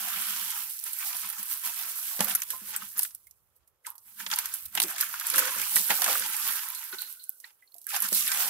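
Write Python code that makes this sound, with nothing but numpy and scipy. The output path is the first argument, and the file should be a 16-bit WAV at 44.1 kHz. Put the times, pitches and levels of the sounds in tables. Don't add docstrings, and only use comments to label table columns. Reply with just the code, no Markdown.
import sys
import numpy as np
from scipy import signal
from scipy.io import wavfile
from scipy.ndimage import uniform_filter1d

SR = 44100
rng = np.random.default_rng(int(sys.argv[2]) if len(sys.argv) > 2 else 0)


def dump(signal):
    limited = np.clip(np.atleast_2d(signal).T, -1, 1)
    pcm = np.round(limited * 32767).astype(np.int16)
    wavfile.write(sys.argv[1], SR, pcm)


N = 374409
TIME = np.arange(N) / SR

# t/s, grit/dB, water/dB, hum/dB, bucket wall against the air inside/dB
STEADY_SLIDE = [(0, -36, -42.5, -55.5, -8.5), (.3, -35, -40.5, -53.5, -20), (.6, -38, -46.5, -64, -7),
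                (.78, -45, -61.5, -79, -5), (.95, -39.5, -51.5, -78, -1), (1.16, -37, -47.5, -75, -14),
                (1.51, -46.5, -55.5, -77, -15), (2.1, -35, -50.5, -69.5, -3),
                (2.4, -49, -56.5, -78.5, -2.5), (2.88, -47, -62, -68.5, -5), (3.17, -64.5, -83, -96, 9.5),
                (3.42, -78.5, -86, -99.5, -0.5), (3.8, -86, -86.5, -102.5, 15), (4.03, -65, -89, -99, -9),
                (4.21, -50, -75, -54.5, -13), (4.37, -43, -42, -64, -3), (4.63, -47.5, -60.5, -99, 9),
                (4.72, -58, -75.5, -84.5, -1), (4.92, -57, -53, -73, -4), (5.32, -36.5, -42.5, -75, 8),
                (5.48, -36, -37.5, -61, 7.5), (5.79, -31.5, -49, -70, -10), (6.03, -33, -39.5, -65.5, 18),
                (6.27, -37, -42.5, -56, 2), (6.46, -33, -41.5, -73, -10.5),
                (6.69, -41.5, -48.5, -102, 11.5), (6.95, -47, -54.5, -90, 7), (7.2, -58, -83, -100, 7),
                (7.4, -61, -94, -95, 3), (7.6, -74, -80, -96, 13), (7.84, -62.5, -87, -96.5, 7),
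                (8.04, -59, -81, -79, -18), (8.16, -35, -35.5, -65, -2), (8.49, -32.5, -39.5, -53.5, 4)]
# f/Hz, level/dB
WATER_COLOUR = [(290, -23), (500, -21), (637, -17.5), (804, 2), (1080, -2.5), (1580, 3.5), (2370, 1),
                (2590, 2.5), (3990, 0), (7000, 1), (9100, -37.5), (15400, -120)]


def sliding_load():
    # peak t/s, length/s, grit/dB, water/dB, hum/dB
    surges = [(0.87, 0.079, -39.5, -43, -72), (1.011, 0.092, -43, -43, -86), (1.065, 0.092, -33, -69, -66),
              (1.15, 0.034, -48, -45, -61), (1.246, 0.079, -53, -44, -57),
              (1.395, 0.081, -39, -50.5, -57.5), (1.525, 0.19, -36.5, -47.5, -73),
              (1.66, 0.14, -34.5, -43.5, -62.5), (1.797, 0.24, -41.5, -43.5, -63.5),
              (2.222, 0.099, -34, -38.5, -40.5), (2.298, 0.11, -33.5, -41.5, -49.5),
              (2.353, 0.014, -30, -59, -73), (2.433, 0.013, -36, -49, -82), (2.513, 0.11, -37, -52, -61),
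              (2.694, 0.14, -42, -53, -67), (2.746, 0.12, -59, -45, -57.5), (2.822, 0.093, -52, -47, -51),
              (2.97, 0.058, -50, -51.5, -52.5), (3.025, 0.12, -38, -56, -70), (3.271, 0.015, -55, -84, -99),
              (3.565, 0.044, -68, -95, -99), (3.679, 0.023, -65, -89, -99), (3.88, 0.078, -46.5, -58, -82),
              (4.087, 0.14, -56, -67, -73), (4.205, 0.086, -43, -44, -66), (4.327, 0.035, -39, -32, -52),
              (4.4, 0.075, -41, -44, -92), (4.543, 0.076, -40, -49, -85), (4.658, 0.013, -35.5, -67, -75),
              (4.766, 0.1, -41, -44, -48.5), (4.842, 0.12, -39, -45.5, -50), (4.902, 0.08, -37, -41.5, -74),
              (5.017, 0.15, -35, -39.5, -56.5), (5.283, 0.064, -47, -61, -65),
              (5.379, 0.15, -30.5, -33.5, -48.5), (5.577, 0.085, -51, -40, -48.5),
              (5.766, 0.13, -27.5, -41.5, -45), (5.909, 0.059, -31.5, -28, -40.5),
              (6.1, 0.16, -29.5, -36.5, -55.5), (6.475, 0.2, -36.5, -39.5, -55.5),
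              (6.937, 0.037, -57, -43, -61), (7.013, 0.17, -45, -52, -80), (7.104, 0.14, -46.5, -75, -87),
              (7.46, 0.09, -60, -58, -101.5), (7.902, 0.066, -38.5, -42, -90),
              (7.952, 0.13, -35.5, -39, -65), (8.043, 0.1, -31.5, -40, -49.5),
              (8.161, 0.13, -25, -60, -48.5), (8.409, 0.086, -28.5, -39, -61)]
    rise, fall = 0.26, 0.47
    power = from_db(in_time(STEADY_SLIDE)[:3]) ** 2
    for s, length, *levels_db in surges:
        near = slice(max(round((s - .3) * SR), 0), round((s + .5) * SR))
        late = (TIME[near] - s) / length
        loss_db = 10 * np.maximum(-late / rise, late / fall) ** 1.41
        power[:, near] += from_db(np.array(levels_db)[:, None] - loss_db) ** 2
    return np.sqrt(power)


def grit_hiss(grit_gain):
    # f/Hz, level/dB
    colour = [(1470, -50.5), (2500, -11.5), (6150, -7), (8910, 0), (11800, 3.5), (13500, 0.5),
              (15100, -0.5), (16000, -6), (16500, -27)]
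    impacts = grains(per_s=400, spread_db=4.0, t60=0.0026, share=0.41)
    hiss = coloured_noise(grit_gain * impacts, colour, flicker_db=1.5)
    flow_db = 20 * np.log10(uniform_filter1d(grit_gain, size=2000))
    thickness_db = np.clip(flow_db + 40.5, -30, 15)
    body = filtered(hiss, 7100)
    rest = hiss - body
    top = rest - filtered(rest, 13200)
    return from_db(0.19 * thickness_db) * body + rest + (from_db(-0.038 * thickness_db) - 1) * top


def water_wash(water_gain):
    # f/Hz, ring time/s, level against the water/dB
    mouth = [(1690, 0.003, -5), (3440, 0.0021, -7.5)]
    # f/Hz, ring time/s, level against the water/dB
    pool = [(848, 0.051, 4.5), (946, 0.017, 1), (1366, 0.043, -1), (1590, 0.069, -9.5),
            (2380, 0.031, -14.5), (2675, 0.018, -10), (3090, 0.023, -14)]
    splashes = grains(per_s=230, spread_db=6.0, t60=0.018, share=0.45)
    water = coloured_noise(water_gain * splashes, WATER_COLOUR, flicker_db=2.0)
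    out = water + sum(from_db(db) * resonance(water, hz, t60) for hz, t60, db in mouth)
    for hz, t60, db in pool:
        out += from_db(db + 4.0 * drift(2.5)) * resonance(water, hz, t60)
    return out


def onset_clicks():
    # t/s, level/dB, lowest f/Hz, left minus right/dB
    cracks = [(0.7996, -20, 7924.0, -12), (0.9806, -29, 11541.0, -7.9), (0.9883, -18, 11025.0, -14),
              (1.217, -20, 8096.0, -16), (1.2904, -15, 9991.0, -10), (1.3014, -16, 10680.0, -9.6),
              (1.3276, -23, 11886.0, -8.9), (1.4306, -21, 8785.0, -4.5), (1.4566, -22, 10335.0, -7),
              (1.5129, -21, 11886.0, -15), (1.8898, -22, 9646.0, -3.9), (2.2076, 1.5, 1500, -4),
              (2.2254, -11, 7030, -3), (2.2447, -9, 11025.0, -9.5), (2.2984, -10.5, 10100, -7),
              (2.3509, -15, 8500, 7), (2.4038, -21, 8268.0, -9), (2.4195, -14, 8957.0, -6),
              (2.5032, -20, 12300, -12), (2.7638, -12, 9991.0, -14), (2.9737, -17, 10000, 0),
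              (2.98, -14, 11197.0, -9), (2.9851, -15, 10080, -11), (2.993, -1.5, 8785.0, -15),
              (3.0305, -17, 8200, -5), (3.1497, -23, 11714.0, -9.0), (3.9033, -24, 11369.0, -17),
              (4.2667, -22, 2928.0, -5), (4.3604, -13, 10680.0, -8), (4.6554, -24, 11500, -1),
              (4.7514, -17, 7010, -14), (4.755, -14, 6510, -15), (4.7775, -16, 1800, -5),
              (4.803, -5, 5000, -13), (4.837, -5, 3000, -11), (4.8195, -8, 8050, -14),
              (4.8289, -8.6, 9474.0, -11), (4.8827, -20, 11025.0, -3), (5.011, -3, 10163.0, 3),
              (5.2685, -14, 11886.0, -10), (5.36, -12, 10550, -4.7), (5.6146, -17, 10680.0, -4),
              (5.027, -9, 1300, -1), (5.1418, -16, 1200, -2), (5.2112, -15, 1200, -3), (6.0795, -7, 900, 0),
              (5.765, -3, 1500, -5), (5.907, -16, 1500, -1), (6.1298, -4, 1800, -3),
              (6.0209, -11, 5340.0, -18), (6.1968, -12, 9302.0, -8), (6.687, -19, 10680.0, -8.9),
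              (6.703, -16, 11197.0, -8.3), (6.7207, -19, 7062.0, -6), (6.853, -27, 11197.0, -10.1),
              (7.02, -16.5, 11714.0, -14), (7.1266, -23.8, 11541.0, -10.2), (7.2938, -9, 11900, -4),
              (7.868, -17, 10163.0, -15), (8.0218, -5, 9991.0, -9), (8.089, -12, 9474.0, -5.0)]
    top_hz = 15100
    out, click = np.zeros((2, N)), signal.unit_impulse(300)
    for s, db, low_hz, pan in cracks:
        band = [min(low_hz, .7 * top_hz), top_hz]
        pulse = filtered(filtered(click, band, "band"), band, "band")
        i = round(s * SR) - 5
        out[:, i:i + len(pulse)] += from_db([[db + pan / 2], [db - pan / 2]]) * pulse / abs(pulse).max()
    return out


def pebble_ticks():
    # t/s, snap level/dB, clack level/dB, lean to the left/dB
    hits = [(0.5033, -12, -50, -6), (0.79, -17.5, -59, -3), (0.838, -18, -54, -9), (0.9315, -13.5, -55, -7),
            (0.9857, -27, -49, -7), (1.0434, -30, -58, -9), (1.1665, -19.5, -54, -13),
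            (1.257, -25, -54, -6), (1.288, -27, -51, 0), (1.2995, -21.5, -54, -6), (1.327, -29, -51, -7.0),
            (1.4286, -16, -61, -4), (1.509, -32, -47, -4), (2.1923, -39.5, -30.5, -4),
            (2.2052, -11.5, -22, -10), (2.246, -13.5, -40.5, -7.5), (2.2827, -18.5, -51, -17.5),
            (2.3174, -19, -40.5, -2.5), (2.35, -7, -33, 3), (2.402, -22, -54, 2), (2.419, -10.5, -32.5, -5),
            (2.504, -14, -40.5, -3), (2.762, -9.5, -44, 2), (2.972, -23, -53.5, -6.5),
            (2.9788, -16.5, -58.5, -1), (2.984, -20, -45, -1.5), (2.9923, -12.5, -34, 10.5),
            (3.0083, -20, -56, -2), (3.021, -18, -46, -9), (3.031, -9.5, -63.5, -2),
            (3.0494, -25, -40, 4.5), (3.107, -44, -53, 6), (3.148, -24, -63, -3), (3.243, -44, -80, -9),
            (3.269, -40, -72, -7), (3.3097, -38, -79, -10), (3.6756, -48, -82, -12),
            (3.8617, -42, -44.5, -5), (3.866, -15.5, -48, -4), (3.9012, -38, -78, -5),
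            (3.9534, -37, -67, -5), (3.98, -29.5, -78, -6), (4.264, -35, -31, 8), (4.301, -20, -36, -3.5),
            (4.3133, -12.5, -29.5, 1), (4.336, -12, -31, 0), (4.3595, -16, -50, -3),
            (4.3863, -6, -29.5, -3), (4.4565, -11.5, -35.5, -1), (4.539, -12.5, -54, -5),
            (4.751, -10.5, -33, -1), (4.774, -25, -29, -10), (4.8, -6.5, -24.5, 1.5),
            (4.8179, -13, -27, -11), (4.827, -9, -41, 4), (4.837, -24, -38, 4), (4.8822, -19, -39, -2.5),
            (4.961, -20, -37.5, -4.0), (4.982, -12, -34, 2), (5.009, -3.5, -33, -3), (5.1974, -15, -41, -1),
            (5.268, -9, -56.5, -2), (5.3, -9, -36, -2.5), (5.3387, -14, -26, -0.5), (5.358, -9.5, -40, 5),
            (5.381, -5, -24, -4), (5.391, -7, -36, -2), (5.6154, -8.5, -35, -8), (5.7578, -1, -39, -7),
            (5.904, -27, -26.5, -2.5), (6.0183, -7, -24.5, -2), (6.0421, -4, -27, -5),
            (6.0613, -13, -25.5, 5), (6.195, -11.5, -45, -5), (6.261, -13, -56, -4), (6.3648, -16, -43, -9),
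            (6.686, -31, -48, -24), (6.748, -14.5, -51, -5.0), (7.0156, -28, -41, -15),
            (7.125, -37, -58, -7.5), (7.239, -30.5, -76, -11), (7.3006, -32.5, -79, -14),
            (7.4004, -31.5, -75, -11), (7.72, -53, -85, -12), (7.742, -34.5, -86, -15),
            (7.763, -36, -77, -5), (7.782, -29, -82, -8), (7.815, -30.5, -84, -7.5), (7.842, -33, -82, -8),
            (7.867, -29, -64, -16), (7.891, -21, -47, -5), (7.963, -14, -29, -2), (8.0025, -13, -52, -3.5),
            (8.0234, -5.5, -55, -3), (8.085, -19, -37, -5), (8.1275, -6.5, -33.5, -4),
            (8.2767, -6, -44, -1), (8.317, -6, -29.5, -1), (8.372, -14, -48, -3)]
    # f/Hz, level/dB
    snap_colour = [(2060, -58), (3500, -15.5), (6280, -5.5), (7380, -1), (11900, 9.5), (15300, 1.5),
                   (16500, -17)]
    rise_s, snap_t60 = 0.0018, 0.0039
    s, db, clack_db, pan = np.transpose(hits)
    shape = bursts(s, db - 6.0, snap_t60) + bursts(s, db - 18.5, 14 * snap_t60)
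    soften = np.exp(-2 / (rise_s * SR))
    shape = signal.lfilter([1 - soften], [1, -soften], shape)
    left_db = np.interp(TIME, s, 0.69 * (pan + 4))
    clacks = coloured_noise(bursts(s, clack_db, t60=0.037), WATER_COLOUR, flicker_db=3.5)
    snaps = coloured_noise(shape, snap_colour, flicker_db=4.5)
    return filtered(snaps, 11900) * from_db([left_db, -left_db]) + clacks


def slops():
    # t/s, level/dB, f/Hz
    puffs = [(1.101, -27.5, 1780), (2.206, -12, 900), (2.347, -28, 1400), (2.818, -25, 1390),
             (2.979, -34, 1880), (3.846, -30, 1750), (3.868, -19, 950), (4.2, -24, 1650),
             (4.894, -29, 1350), (4.909, -22, 1400), (4.963, -23.5, 1700), (5.051, -34, 1300),
             (5.093, -26, 1500), (6.152, -12, 1420), (7.977, -25, 1540), (8.021, -23, 950),
             (4.264, -30, 2750), (4.301, -24.5, 1400), (4.369, -22, 1060), (4.774, -6.5, 2680),
             (4.828, -31, 3350), (5.027, -15.5, 1640), (5.138, -15, 1440), (5.21, -18, 1620),
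             (5.342, -13, 1530), (5.38, -20, 1590), (5.421, -16, 1250), (5.546, -20, 1300),
             (5.763, -10, 1830), (5.903, -4.5, 2050), (6.022, -19, 1570), (6.078, -9, 1200),
             (6.085, -20, 560), (6.129, -16, 1590), (7.443, -32, 2020), (7.94, -18, 866),
             (8.146, -19, 3800), (8.177, -21, 3570), (8.279, -17, 3500), (8.4, -17.5, 1200)]
    rise_s, t60 = 0.0028, 0.04
    out, t = np.zeros((2, N)), np.arange(round(t60 * SR)) / SR
    for s, db, hz in puffs:
        i = round(s * SR)
        mid, side = unit_rms(ring(rng.standard_normal((2, len(t))), hz, 10 / hz))
        out[:, i:i + len(t)] += rise_and_fade(t, db - 10, rise_s, t60) * to_stereo(mid, side, hz)
    return out


def gurgles(water_gain):
    per_s, ring_cycles = 290, 180
    sizes = from_db(3.2 * np.minimum(rng.exponential(1, N), 4.5))
    kicks = sizes * (rng.random(N) < per_s / SR)
    pocket, out = rng.integers(0, 16, N), 0
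    for k, hz in enumerate(np.geomspace(1000, 3600, num=16)):
        tone = ring(kicks * (pocket == k), hz, ring_cycles / hz)
        tone = ring(tone, hz, 2.3 / hz)
        out += to_stereo(tone, np.roll(tone, 30), hz) * (hz / 1500) ** 0.98
    return from_db(-6.5) * water_gain * unit_rms(out)


def gulps():
    # t/s, level/dB, first f/Hz, last f/Hz, glide time/s, fade time/s
    hollows = [(3.848, -43, 1900, 950, 0.03, 0.3), (5.615, -37, 1900, 2900, .03, .2),
               (7.868, -43, 1650, 650, 0.085, .3)]
    out = np.zeros((2, N))
    for s, db, first_hz, last_hz, glide, t60 in hollows:
        i, t = round(s * SR), np.arange(round(t60 * SR)) / SR
        hz = last_hz * (first_hz / last_hz) ** np.clip(1 - t / glide, 0, 1)
        phase = 2 * np.pi * np.cumsum(hz) / SR
        wobble = signal.lfilter([1], [1, -1.92, .96 ** 2], rng.standard_normal((4, 20000)))[:, -len(t):]
        mid, side = unit_rms(wobble[:2] * np.sin(phase) + wobble[2:] * np.cos(phase))
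        out[:, i:i + len(t)] += rise_and_fade(t, db, 0.0036, t60) * to_stereo(mid, side, last_hz)
    return out


def opening_scoops(wet):
    # t/s, f/Hz
    lowest_pitch = [(0, 638), (.5, 757), (.75, 900), (1.0, 950), (1.06, 566), (1.3, 840), (1.7, 713),
                    (2.08, 716), (2.2, 394), (2.4, 770), (3.84, 779), (3.85, 1670), (3.88, 840),
                    (4.72, 700), (4.8, 483), (5.0, 723), (5.6, 761), (5.87, 900), (5.92, 418), (6.25, 782),
                    (7.0, 860), (7.85, 850), (7.865, 1600), (7.915, 1170), (7.94, 564), (8.1, 880),
                    (8.125, 455), (8.17, 725), (8.3, 690), (8.49, 470)]
    return above_edge(wet, in_time(lowest_pitch)[0])


def filling_splash(wet):
    # t/s, f/Hz
    edge = [(8.132, 3100), (8.19, 2600), (8.26, 1700), (8.32, 800), (8.42, 400)]
    i, weak_gain = round(edge[0][0] * SR), from_db(-8)
    highs = above_edge(wet[:, i:], in_time(edge)[0][i:], signal.sosfiltfilt)
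    splash = weak_gain * wet[:, i:] + (1 - weak_gain) * highs
    return np.concatenate([wet[:, :i], splash], axis=1)


def bucket(hum_gain):
    # t/s, level/dB
    knocks = [(2.192, -23), (2.204, -13), (2.961, -48.5), (4.267, -38), (5.339, -37.5), (5.755, -32),
              (5.901, -21.5), (5.914, -29.5), (6.076, -33), (8.045, -53), (8.123, -22)]
    # f/Hz, level/dB, ring time/s
    tones = [(177.2, -5, 0.037), (203, 2.5, 0.065), (373, -0.5, 0.021), (520, 4.5, 0.031),
             (600.8, -8.5, 0.15), (950, -12, 0.053), (1400, 4, .06), (1640, -8.5, .05), (2320, -11.5, .05)]
    wall_db = in_time(STEADY_SLIDE)[3]
    out = np.zeros((2, N))
    rubbing = rng.standard_normal((2, N))
    chance_db = rng.normal(0, 2.6, (len(knocks), len(tones)))
    for k, (hz, tone_db, t60) in enumerate(tones):
        clicks = np.zeros(N)
        softness = 1 + (hz / 900) ** 2
        for (s, db), extra_db in zip(knocks, chance_db[:, k]):
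            clicks[round(s * SR)] = from_db(db + tone_db - 16 + extra_db) / softness
        boom = ring(clicks, hz, t60)
        out += to_stereo(boom, .5 * np.roll(boom, 30), hz)
        if hz < 600:
            mid, side = unit_rms(ring(ring(rubbing, hz, 0.68 * t60), hz, 0.6 * t60))
            hum_db = 2.7 * drift(22) if hz < 280 else wall_db + 7.1 * drift(2.4)
            out += hum_gain * from_db(hum_db - 11) * to_stereo(mid, side, hz)
    return out


def drips():
    # t/s, level/dB, f/Hz, ring time/s,
    # pitch rise/(octaves per s)
    bubbles = [(2.534, -40, 1030, 0.14, 0.11), (3.27, -56.5, 2116, 0.045, 1.24),
               (6.927, -37, 1460, 0.071, 2.2), (7.441, -38.5, 1880, 0.032, 5.4),
               (7.624, -53, 2000, 0.069, 1.4), (7.675, -57.5, 4260, 0.046, 1.1),
               (7.721, -53, 4240, 0.021, 1.5), (7.752, -59, 690, 0.13, 0.1),
               (7.867, -43.5, 1640, 0.074, 0.1), (2.615, -52, 205, 0.2, .1), (2.35, -35, 1400, 0.044, 0.1),
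               (2.2, -35.5, 1200, 0.043, 0.1)]
    out = np.zeros((2, N))
    for s, db, hz, t60, rise in bubbles:
        i, t = round(s * SR), np.arange(round(t60 * SR)) / SR
        phase = 2 * np.pi * np.cumsum(hz * 2 ** (rise * t)) / SR
        roughness = unit_rms(uniform_filter1d(rng.standard_normal(9000), size=60))[:len(t)]
        shape = rise_and_fade(t, db, 0.00074, t60) * (1 + 0.38 * roughness)
        out[:, i:i + len(t)] += shape * to_stereo(np.sin(phase), np.cos(phase), hz)
    return out


def rim_scraping():
    # t/s, level/dB
    rasp = [(0, -59), (.12, -49), (.45, -50.5), (.65, -55.5)]
    # t/s, level/dB, fade time/s
    scrapes = [(6.695, -50, .06), (6.751, -46, 0.22), (6.928, -41.5, 0.048), (6.985, -36, 0.055),
               (7.004, -44.5, 0.31), (7.195, -54, 0.25), (7.444, -44, 0.025)]
    rasping = (TIME < rasp[-1][0]) * from_db(in_time(rasp)[0] + 1.5 * drift(25))
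    scraping = sum(bursts(np.array([s]), db, t60) for s, db, t60 in scrapes)
    return rasping * pitched_noise(hz=3170, t60=0.0038) + scraping * pitched_noise(hz=4180, t60=0.0037)


def trickle():
    # t/s, level/dB
    stream = [(6.6, -70), (6.76, -74), (6.9, -59.5), (7.0, -58), (7.1, -69), (7.2, -67.5), (7.34, -74.5),
              (7.41, -93)]
    running = (TIME > stream[0][0]) & (TIME < stream[-1][0])
    return running * from_db(in_time(stream)[0] + 3.3 * drift(8.4)) * pitched_noise(hz=1486, t60=0.019)


def handling_rumble():
    # t/s, level/dB
    levels = [(0.0, -89), (1.11, -101), (1.23, -76), (1.44, -92), (2.05, -103), (2.22, -62), (2.27, -76),
              (3.99, -88), (4.82, -71.5), (5.41, -99), (5.6, -64.5), (5.82, -98.5), (5.91, -67), (6.1, -96),
              (7.61, -99), (8.49, -83)]
    mid, side = unit_rms(filtered(rng.standard_normal((2, N)), [48, 125], "band"))
    return from_db(in_time(levels)[0] + 3.3 * drift(8)) * to_stereo(mid, side, hz=60)


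def creek(grit_gain):
    # f/Hz, level/dB
    colour = [(18, -47), (36, -30.5), (82, -11), (181, -16.5), (235, -10.5), (359, 6), (1210, 6.5),
              (1890, -17), (4180, -24.5), (4530, -29), (13400, -15.5), (15200, -9), (16500, -28)]
    grit_excess_db = np.maximum(20 * np.log10(grit_gain) + 60.5, 0)
    return coloured_noise(from_db(-84.5 - 0.63 * grit_excess_db), colour, flicker_db=0.5)


def from_db(db):
    return 10 ** (np.asarray(db) / 20)


def unit_rms(x):
    return x / np.sqrt(np.mean(x ** 2) + 1e-20)


def in_time(rows):
    s, *columns = np.transpose(rows)
    return [np.interp(TIME, s, column) for column in columns]


def at_hz(points, hz):
    pitches, values = np.transpose(points)
    return np.interp(np.log(hz), np.log(pitches), values)


def drift(rate_hz):
    r = np.exp(-2 * np.pi * rate_hz * 40 / SR)
    slow = signal.lfilter([1], [1, -2 * r, r * r], rng.standard_normal(N // 40 + 2002))[2000:]
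    return np.interp(np.arange(N) / 40, np.arange(len(slow)), unit_rms(slow))


def filtered(x, hz, kind="low", order=2):
    return signal.sosfilt(signal.butter(order, hz, kind, fs=SR, output="sos"), x)


def above_edge(x, edge_hz, apply=signal.sosfilt):
    step = 2 * np.log2(np.clip(edge_hz, 400, 3200) / 400)
    cuts = [signal.cheby2(8, 50, 330 * 2 ** (k / 2), "high", fs=SR, output="sos") for k in range(7)]
    return sum(np.clip(1 - abs(step - k), 0, 1) * apply(cut, x) for k, cut in enumerate(cuts))


def ring(x, hz, t60):
    r, w = from_db(-60 / (t60 * SR)), 2 * np.pi * hz / SR
    return signal.lfilter([0, np.sin(w)], [1, -2 * r * np.cos(w), r * r], x + 1e-18)


def resonance(x, hz, t60):
    return 2 * np.log(1000) / (t60 * SR) * ring(x, hz, t60)


def pitched_noise(hz, t60):
    mid, side = unit_rms(ring(ring(rng.standard_normal((2, N)), hz, t60), hz, t60))
    return to_stereo(mid, side, hz)


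def coloured_noise(envelope, colour, flicker_db):
    edges = np.sort(np.append(30 * 2 ** np.arange(0, 9.4, .5), [9100, 12900]))
    white = rng.standard_normal((2, 2, N)) * envelope
    out, power = 0, 0
    for k, (low, high) in enumerate(zip(edges, edges[1:])):
        hz = np.sqrt(low * high)
        if colour[0][0] / 1.2 < hz < colour[-1][0] * 1.2:
            mid, side = filtered(white[k % 2], [low, high], "band")
            gain = from_db(at_hz(colour, hz))
            out += gain * from_db(flicker_db * drift(19)) * to_stereo(mid, side, hz)
            power += gain ** 2 * (high - low) / SR * 2
    return out / np.sqrt(power)


def rise_and_fade(t, db, rise_s, t60):
    return from_db(db - 60 * t / t60) * (1 - np.exp(-t / rise_s))


def die_away(kicks, t60):
    return signal.lfilter([1], [1, -from_db(-60 / (t60 * SR))], kicks + 1e-18)


def grains(per_s, spread_db, t60, share):
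    hits = rng.random(N) < per_s * from_db(5 * drift(9)) / SR
    sizes = hits * from_db(spread_db * np.minimum(rng.exponential(1, N), 3.2))
    return unit_rms(1 + share * unit_rms(die_away(sizes, t60)))


def bursts(s, db, t60):
    starts = np.zeros(N)
    np.add.at(starts, np.round(s * SR).astype(int), from_db(db))
    return die_away(starts, t60)


def to_stereo(mid, side, hz):
    # f/Hz, likeness from 0 to 1
    likeness = [(60, 0.23), (130, 0.54), (290, .82), (640, 0.42), (1410, 0.45), (3100, 0.055), (6800, 0.19),
                (15000, 0.15)]
    # f/Hz, left minus right/dB
    balance = [(60, -7.5), (110, 2), (200, -2), (380, -1), (700, 0.5), (1290, -3.5), (2380, -3.5),
               (4400, -5), (8120, 1), (15000, -11.5)]
    alike, left_db = at_hz(likeness, hz), at_hz(balance, hz) / 2
    pair = np.sqrt(1 + alike) * mid + np.sqrt(1 - alike) * side * [[1], [-1]]
    return from_db([[left_db], [-left_db]]) * pair


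def scene():
    grit_gain, water_gain, hum_gain = sliding_load()
    wet = grit_hiss(grit_gain) + water_wash(water_gain) + onset_clicks() + pebble_ticks()
    wet += slops() + gurgles(water_gain) + gulps()
    pour = filling_splash(opening_scoops(wet)) + drips() + rim_scraping() + trickle()
    nearby = filtered(pour + bucket(hum_gain), 184, "high", order=5)
    return nearby + creek(grit_gain) + handling_rumble()


def record(dry):
    lag_samples, ceiling, top_hz = 3, 0.8, 15750
    pair = np.array([np.roll(dry[0], lag_samples), dry[1]])
    rounded = ceiling * np.tanh(pair / ceiling)
    return signal.sosfilt(signal.ellip(10, .5, 55, top_hz, fs=SR, output="sos"), rounded)


dry = scene()
out = record(dry)
dump(out)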